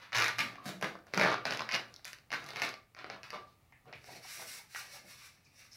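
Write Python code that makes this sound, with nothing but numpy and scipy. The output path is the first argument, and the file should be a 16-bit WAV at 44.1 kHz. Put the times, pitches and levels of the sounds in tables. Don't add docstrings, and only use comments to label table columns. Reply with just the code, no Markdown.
import sys
import numpy as np
from scipy import signal
from scipy.fft import rfft, irfft
from scipy.io import wavfile
from scipy.ndimage import uniform_filter1d

SR = 44100
rng = np.random.default_rng(int(sys.argv[2]) if len(sys.argv) > 2 else 0)


def field_ratio(decibels):
    return 10 ** (np.asarray(decibels, dtype=float) / 20)


def master_out(mix):
    frames = np.transpose(np.atleast_2d(mix))
    ceiling = np.clip(frames, -1, 1)
    pcm = np.round(ceiling * 32767).astype(np.int16)
    wavfile.write(sys.argv[1], SR, pcm)


N = 254155


def level(x, db):
    return x * field_ratio(db) / np.sqrt(np.mean(x ** 2))


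def ring(x, hz, width):
    return signal.lfilter(*signal.iirpeak(hz, hz / width, fs=SR), x)


def steep(x, modes):
    out = np.zeros(len(x))
    for k, (hz, width, db) in enumerate(modes):
        out += (-1) ** k * field_ratio(db) * ring(ring(x, hz, width), hz, width)
    return out


def flutter(rate, db):
    k = int(SR / rate)
    steps = np.repeat(rng.standard_normal(N // k + 1), k)
    return field_ratio(db * uniform_filter1d(steps, k)[:N])


def effort(table, rise_db_s, sag_db_s, fall_db_s, column=None):
    t = np.arange(0, N + 64, 64) / SR
    gain = 1e-9
    for row in table:
        late = t - row[0]
        release = fall_db_s * np.maximum(late - row[1], 0)
        db = np.where(late < 0, rise_db_s * late, -sag_db_s * late - release)
        offset_db = row[column] if column else 0
        gain = gain + field_ratio(np.maximum(db, -200) + row[2] + offset_db)
    return np.interp(np.arange(N) / SR, t, 20 * np.log10(gain))


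def pluck(hz, late_s, cycles):
    t = np.arange(400) / SR - late_s
    spread = np.where(t < 0, cycles, 1.87 * cycles)
    return -np.cos(2 * np.pi * hz * t) * np.exp(-(t * hz / spread) ** 2)


# start_s, skin_db, body_db (against skin), crack_db (against skin)
KNOCKS = [(.9536, -53, 13, -17), (.9895, -56, 5, -24), (1.145, -29, -8, -18), (1.2833, -42, 20, -11),
          (1.3257, -36, 10, -21), (1.3422, -32, 7, -25), (1.5486, -37, 1, -22), (1.6063, -32, 4, -26),
          (1.6193, -33, 3, -32), (2.4633, -40, -9, -14), (3.1447, -48, -2, -24), (3.323, -47, 0, -17),
          (3.3442, -49, 10, -20), (3.3575, -49, 10, -22), (3.8565, -67, 10, -9), (5.732, -44, -23, -18),
          (1.259, -37, 16, -20), (1.2625, -39, 15, -20), (1.2735, -40, 15, -20), (1.3008, -39, 14, -20),
          (1.317, -38, 12, -20), (3.0125, -51, 5, -28), (3.063, -55, 10, -26), (3.163, -56, 10, -26),
          (3.272, -58, 8, -26), (3.3307, -52, 10, -22), (3.3373, -50, 11, -22)]
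POPS = [(.1216, -44, 9, -24), (.1298, -33, 4, -23), (.1478, -30, 8, -17), (.1569, -26, -1, -21),
        (.1739, -25, 0, -16), (.1835, -24, 1, -15), (.2009, -24, -2, -14), (.2223, -23, 0, -13),
        (.243, -26, 3, -11), (.262, -39, 17, -11), (.2818, -26, -2, -9), (.3844, -33, 8, -9),
        (.5567, -55, 12, -15), (.656, -49, 10, -12), (.8428, -40, 13, -12), (1.0685, -55, 4, -8),
        (1.1757, -24, 3, -20), (1.2123, -28, 11, -14), (1.2347, -33, 14, -10), (1.536, -34, -1, -14),
        (1.7962, -38, -3, -25), (2.3279, -35, 9, -18), (2.3369, -35, 9, -19), (2.4419, -42, -6, -11),
        (2.9483, -47, 1, -25), (1.4538, -23, -3, -25), (3.0438, -41, 7, -34), (2.9889, -44, 4, -32),
        (3.0998, -35, 1, -33), (3.7236, -63, 10, -16), (3.9273, -43, 0, -31), (4.0427, -46, -2, -16),
        (.1925, -36, 12, -20), (.2105, -36, 11, -18), (.2335, -36, 11, -18), (.2555, -37, 11, -16),
        (.292, -39, 11, -12), (1.222, -33, 11, -20), (1.2485, -33, 12, -18), (1.994, -54, -2, -20),
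        (2.648, -40, 10, -18), (.6797, -42, 0, -10), (.691, -41, 0, -12)]
CLICKS = [(.1663, -23, -6, -16), (.4051, -30, 7, -11), (.8125, -42, 4, -4), (1.1374, -30, 3, -33),
          (1.1968, -28, 9, -19), (1.5078, -26, -1, -25), (1.7395, -26, 1, -26), (2.0525, -34, -2, -5),
          (2.079, -41, 1, -10), (2.1312, -37, 1, -11), (2.1859, -50, -1, -18), (2.3046, -42, 5, -23),
          (2.3172, -37, 7, -19), (2.3435, -40, 13, -22), (2.4885, -40, -5, -10), (2.5345, -46, 8, -13),
          (2.5599, -37, 8, -15), (2.5985, -37, 5, -13), (2.619, -27, 6, -15), (2.9656, -57, 10, -17),
          (3.2388, -48, 0, -30), (4.7476, -44, 5, -12)]
TICKS = [(.3911, -24, -3, -23), (.8255, -33, 7, -12), (1.2398, -38, 17, -14), (1.3808, -46, 2, -24),
         (1.4676, -36, 1, -23), (1.5224, -30, 4, -25), (1.573, -31, -2, -15), (1.5936, -33, 7, -21),
         (1.6906, -32, 6, -21), (1.7135, -37, 6, -17), (1.7218, -27, -3, -26), (1.7312, -32, -2, -28),
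         (1.7446, -24, -3, -21), (1.7506, -23, -1, -22), (1.761, -31, 4, -14), (2.5052, -38, -2, -19),
         (2.5689, -39, 4, -15), (2.6911, -34, -6, -11), (2.7402, -38, -1, -22), (3.232, -40, 1, -21),
         (3.3043, -35, 0, -15), (3.9366, -48, -3, -29), (4.0164, -56, -1, -24)]
FLICKS = [
    (1.9408, -38, -22, -17),
    (1.9625, -37, -26, -19),
    (2.0461, -34, -22, -19),
]
BODY_HZ = [1130, 1743, 2210, 2350]


def snaps(*groups):
    crack_hz, thud_hz, wall_late_s, skin_top_hz = 10800, 600, .0007, 8400
    dull, sharp = np.zeros(N + 700), np.zeros(N + 700)
    air_db = np.minimum(wringing()[1], 4)
    for rows, wall_hz in zip(groups, BODY_HZ):
        for start_s, skin_db, body_db, crack_db in rows:
            chance = rng.random(5)
            skin_hz = (5900 + 45 * crack_db) * (1 + 0.2 * (chance[3] - .5))
            body_hz = wall_hz * (.92 + .2 * chance[4])
            push = np.zeros(64)
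            push[0] = 1
            push[int(22 + 40 * chance[0])] = .15 + .4 * chance[1]
            start = int(start_s * SR)
            at = slice(start, start + 463)
            thud_db = body_db + air_db[start] - 4.0
            flick = field_ratio(3) * pluck(skin_hz, .0003, .8)
            flick += field_ratio(body_db + 3.5) * pluck(body_hz, wall_late_s, .5)
            flick += field_ratio(thud_db) * pluck(thud_hz * (0.92 + 0.55 * chance[2]), 1.37 * wall_late_s, 0.53)
            crack = pluck(crack_hz, .0002, .9)
            dull[at] += field_ratio(skin_db) * np.convolve(flick, push)
            sharp[at] += field_ratio(skin_db + crack_db + 6) * np.convolve(crack, push)
    dull = signal.sosfilt(signal.butter(6, skin_top_hz, fs=SR, output="sos"), dull)
    return (dull + sharp)[:N]


def chatter():
    crowd_db, regrip_db_s, grip_db = 3.5, 800, -4.5
    t = np.arange(N) / SR
    at = np.sort([0] + [row[0] for row in KNOCKS + POPS + CLICKS + TICKS])
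    since_s = t - at[np.searchsorted(at, t, side="right") - 1]
    return field_ratio(np.maximum(crowd_db - regrip_db_s * since_s, grip_db))


# start_s (full force), hold_s, creak_db, boom_db and sheen_db (against creak)
WRINGS = [(0.002, 0.023, -51, -9, -24.5), (.025, 0.0095, -44.5, -23, -28), (.132, 0.0056, -34.5, -14, -41),
          (.149, 0.14, -28, -15, -21.5), (.39, 0.018, -30.5, -13, -18), (.44, 0.28, -50.5, 3.5, -34),
          (.645, .005, -53, 0, -9), (.66, 0.027, -43, 2.5, -9.5), (.828, 0.0015, -32, 0, -21.5),
          (1.07, 0.0061, -53.5, 2.5, -22.5), (1.139, 0.012, -36.5, 0, -22),
          (1.177, 0.023, -33, -0.5, -24.5), (1.215, 0.12, -30.5, -3, -33.5),
          (1.456, 0.018, -35.5, -0.5, -24), (1.505, 0.14, -40.5, -5, -22.5),
          (1.695, 0.033, -33.5, -18, -31.5), (1.735, 0.016, -37.5, -2.5, -20.5),
          (1.88, 0.15, -64, 3.5, -12), (2.06, 0.033, -46, -18, -10.5), (2.32, 0.039, -36, -5.5, -24),
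          (2.4, 0.036, -51.5, 1.5, -19.5), (2.465, 0.082, -46.5, -3, -18), (2.561, 0.034, -38, -7.5, -26),
          (2.625, 0.011, -30, -8.5, -20.5), (2.97, 0.023, -46, -6.5, -36), (3.05, 0.0073, -46, 3.5, -47),
          (3.105, 0.023, -45, -3, -29), (3.24, 0.015, -44, -18, -24), (3.33, 0.032, -46, 1.5, -27),
          (3.87, 0.02, -53, 7, -56), (3.95, 0.006, -52.5, -23, -17)]


def wringing():
    rise_db_s, sag_db_s = 1484, 45.5
    creak_db = effort(WRINGS, rise_db_s, sag_db_s, 270)
    boom_db = effort(WRINGS, rise_db_s, sag_db_s, 178, column=3)
    sheen_db = effort(WRINGS, rise_db_s, sag_db_s, 180, column=4)
    return creak_db, boom_db - creak_db, sheen_db - creak_db


# pitch_hz, width_hz, level_db
COLUMN = [(135, 31, 9.5), (200, 49, 0.5), (295, 283, -0.5), (404, 178, -2.5), (652, 342, 4.5)]
CREAK = [(920, 640, 0.5), (1466, 590, -1.5), (2395, 1710, 2)]
TAUT = [(3470, 1900, 2), (5270, 3300, -5), (7020, 2100, -9.5)]
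SHEEN = [(8060, 3150, -1.5), (10540, 660, 6), (10800, 9500, -1), (15700, 690, -13)]


def rubbing():
    creak_db, boom_db, sheen_db = wringing()
    strength_db = 2.6 * np.minimum(rng.exponential(size=N), 3)
    slips = (rng.random(N) < 700 / SR) * field_ratio(strength_db)
    grit = level(slips - slips.mean(), 0) + field_ratio(-10) * rng.standard_normal(N)
    upper = field_ratio(0.05 * (np.clip(sheen_db, -45, -12) + 18.5))
    wall = steep(grit, CREAK[:2]) + steep(grit, CREAK[2:]) * upper
    taut = level(steep(grit, TAUT), -12.5) * field_ratio(0.52 * (sheen_db + 14.5))
    creak = level(wall, -9) + taut
    boom = level(steep(grit, COLUMN), -10) * field_ratio(boom_db)
    sheen = level(steep(grit + rng.standard_normal(N), SHEEN), -1.86) * field_ratio(sheen_db)
    return field_ratio(creak_db) * chatter() * flutter(60, 1.3) * (creak + boom + sheen)


# (start_s at full force, hold_s, level_db)
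SINGS = [
    (1167, [(1.39, .05, -54), (1.87, .06, -67), (2.715, .02, -56), (2.76, .03, -58), (3.19, .03, -66), (3.345, .05, -51), (3.41, .03, -52), (3.475, .025, -65)]),
    (2185, [(2.36, .06, -56), (2.63, .085, -51), (2.79, .04, -71)]),
    (118, [(.31, .04, -55), (.37, .05, -50), (.46, .08, -56)]),
    (282, [(.4, .06, -54), (.52, .09, -62)]),
    (186, [(.45, .1, -59), (.67, .035, -44), (.75, .05, -52), (.92, .06, -55)]),
    (318, [(.84, .07, -52), (.96, .04, -60)]),
    (665, [(4.405, .05, -60)]),
]


def singing():
    t = np.arange(N) / SR
    out = np.zeros(N)
    for hz, strokes in SINGS:
        force = field_ratio(effort(strokes, 900, 40, 380))
        out += force * np.sin(2 * np.pi * hz * t) * flutter(40, 1.8)
    return out


def burst(hz, width, push):
    y = np.pad(push, (0, 6000))
    for _ in range(3):
        y = ring(y, hz, width)
    return y / np.abs(y).max()


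# start_s,
# pitch_hz, width_hz, level_db (peak), push_s
SHOVES = [(0.15, 113, 35.8, -42.5, 0.052), (.285, 118, 49, -51, .02), (.82, 196, 60, -38, 0.008),
          (1.235, 295, 46, -39, .03), (1.44, 114, 50, -51, 0.01), (1.52, 124, 50, -49, .03),
          (0.656, 186, 60.4, -36.5, 0.0039), (1.225, 188, 55, -34, 0.011), (0.39, 219, 138, -47, 0.14),
          (1.16, 190, 45.7, -33.5, 0.04), (4.09, 139, 80, -60, .02), (4.17, 131, 80, -59, 0.025),
          (4.15, 690, 500, -52, 0.035), (4.59, 890, 350, -55, 0.026), (4.8, 800, 400, -55, .06),
          (3.399, 355, 150, -71, 0.025), (3.726, 2110, 1050, -53, 0.034), (4.085, 624, 690, -45, 0.023),
          (4.246, 806, 300, -47, 0.0072), (4.393, 735, 590, -44.5, 0.014), (4.42, 900, 890, -41, 0.0078),
          (4.42, 1970, 900, -45, 0.0076), (4.76, 1520, 1120, -32.5, 0.0017),
          (4.768, 1500, 2300, -56, 0.0025), (5.031, 195, 49.4, -60.5, 0.0067),
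          (5.455, 2430, 500, -59, 0.037), (3.929, 2380, 1500, -41, 0.029), (5.713, 5400, 1200, -48, 0.11),
          (.4, 2190, 40, -40, .01),
          (5.445, 5140, 2400, -59.5, .04), (5.555, 5600, 1400, -58, 0.085),
           (3.47, 4000, 3600, -63.5, 0.11), (1.3, 1370, 500, -65, 0.04), (.384, 2260, 1000, -28.5, 0.032),
           (1.74, 2700, 1700, -27.5, 0.013), (.826, 1400, 1600, -29.5, 0.024), (3.1, 1200, 1600, -49, 0.03),
           (2.99, 1700, 3000, -46, 0.035), (4.748, 1900, 1800, -35.5, 0.012), (3.865, 470, 300, -56, .03),
           (3.94, 107, 80, -54, .03), (0.58, 1140, 240, -44, 0.045), (1.18, 1500, 820, -37, .03),
           (4.94, 800, 300, -54, .03)]


def bumps():
    dull = np.zeros(N)
    t = np.arange(3200) / SR
    for start_s, hz, width, db, push_s in SHOVES:
        start = int(start_s * SR)
        shove = rng.standard_normal(3200) * np.exp(-t / push_s)
        bump = burst(hz, width, shove)[:N - start]
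        dull[start:start + len(bump)] += field_ratio(db) * bump
    return dull


# start_s (full force), hold_s, rub_db, boom_db and sheen_db (against rub)
PULLS = [(4.06, 0.018, -62, 1, -7), (4.12, 0.042, -61, 5, -5), (4.25, 0.053, -55.5, -16, -7.5),
         (4.31, 0.045, -58, -35, 2), (4.39, 0.042, -55.5, -0.5, -1), (4.49, 0.087, -54, -11, 0.5),
         (4.765, 0.026, -49, -31, -3.5), (4.86, 0.071, -61, -5.5, -7.5), (4.95, 0.0026, -56, -9, -3.5),
         (5.05, 0.0061, -74, 14, -8), (5.11, 0.003, -55, -29, -2.5), (5.19, 0.046, -60, -26, -7.5),
         (5.26, 0.0052, -62.5, -23, -1.5), (5.35, 0.017, -73, -6, -8.5), (5.47, 0.0079, -76.5, -13, -4),
         (5.58, 0.071, -64, -11, -5.5), (5.75, .02, -63, -10, -3)]
# pitch_hz, width_hz, level_db
SLIDE = [(4160, 2060, -5), (5630, 980, -0.5)]


def knotting():
    pull = PULLS, 305, 32, 295
    rub_db = effort(*pull)
    boom_db = effort(*pull, column=3)
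    sheen_db = effort(*pull, column=4)
    hiss = rng.standard_normal(N) * flutter(70, 2.2) * flutter(23, 0.33)
    loose = field_ratio(0.1 * np.clip(boom_db - rub_db + 7.5, -15, 8))
    skin = steep(hiss, [(1500, 2830, -1.3)]) * loose - steep(hiss, [(2400, 1010, 5.6)])
    rub = level(skin, -4.5) * field_ratio(rub_db)
    boom = level(steep(hiss, COLUMN), -7.0) * field_ratio(boom_db)
    sheen_share = 0.34
    slide_db = sheen_share * sheen_db + (1 - sheen_share) * rub_db
    slide = level(steep(hiss, SLIDE), -0.5) * field_ratio(slide_db)
    sheen = level(steep(hiss, SHEEN), 0.5) * field_ratio(sheen_db)
    return rub + boom + slide + sheen


# pitch_hz, t60_s, level_db
ROOM = [(370, 0.38, -6.5), (1510, 0.31, 0), (3500, 0.26, 1), (7600, 0.074, -24), (12160, 0.26, -1)]
# pitch_hz, t60_s, level_db
RINGS = [(117.3, 0.99, -62), (184.7, 0.34, -58), (199, 0.45, -59), (305, 0.38, -55.5), (683, 0.21, -68),
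         (1188, 0.4, -45), (1232, 0.21, -54), (2245, .3, -49), (2260, 0.095, -44)]


def room(x):
    t = np.arange(SR // 2) / SR
    tones = sum(field_ratio(db - 60 * t / t60) * np.sin(2 * np.pi * hz * t) for hz, t60, db in RINGS)
    out = np.pad(x + signal.fftconvolve(x, tones)[:N], (0, SR))
    first_wall = np.clip((t - .0015) / 0.0003, 0, 1)
    noises, fades = [], []
    for hz, t60, db in ROOM:
        noises.append(level(ring(rng.standard_normal(2 * SR), hz, 0.74 * hz), 0))
        fades.append(field_ratio(db - 34.5 - 60 * t / t60) * first_wall)
    hop = int(.16 * SR)
    padded = np.pad(x, (hop, 2 * hop))
    blend = np.sin(np.pi * np.arange(2 * hop) / (2 * hop))
    for start in range(0, N, hop):
        skip = rng.integers(SR)
        echo = sum(fade * n[skip:skip + len(t)] for fade, n in zip(fades, noises))
        wet = signal.fftconvolve(padded[start:start + 2 * hop] * blend, echo)
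        wet = wet[max(hop - start, 0):]
        out[max(start - hop, 0):][:len(wet)] += wet
    return out[:N]


# pitch_hz, level_db (per Hz)
HUSH = [(12, -49), (20, -13.5), (120, 1), (255, -12), (542, -18.5), (759, -15), (1000, -20.5), (1190, -15),
        (1610, -27), (1860, -18.5), (6360, -31), (14700, -31), (16000, -28)]


def hush():
    hz, db = np.transpose(HUSH)
    f = np.arange(N // 2 + 1) * SR / N + 1
    colour = field_ratio(np.interp(np.log(f), np.log(hz), db))
    noise = irfft(rfft(rng.standard_normal(N)) * colour, N)
    return level(noise * flutter(1.65, 0.98), -68.5)


def scene():
    snap = snaps(KNOCKS, POPS, CLICKS, TICKS) + bumps()
    flick = snaps(FLICKS)
    aimed = .6
    to_walls = (1 - aimed) * snap + 0.33 * flick + rubbing() + knotting()
    heard = singing() + aimed * snap + 0.66 * flick + room(to_walls)
    thin = signal.sosfilt(signal.butter(4, 85, "high", fs=SR, output="sos"), heard)
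    return (thin + hush())[None]


def top_cut(x):
    return signal.sosfilt(signal.butter(12, 16800, fs=SR, output="sos"), x)


def record(dry):
    port = dry - .35 * ring(dry, 3300, 450)
    top = signal.sosfiltfilt(signal.butter(24, 15900, fs=SR, output="sos"), port)
    mix = top + field_ratio(-30) * (port - top)
    return top_cut(mix)


dry = scene()
out = record(dry)
master_out(out)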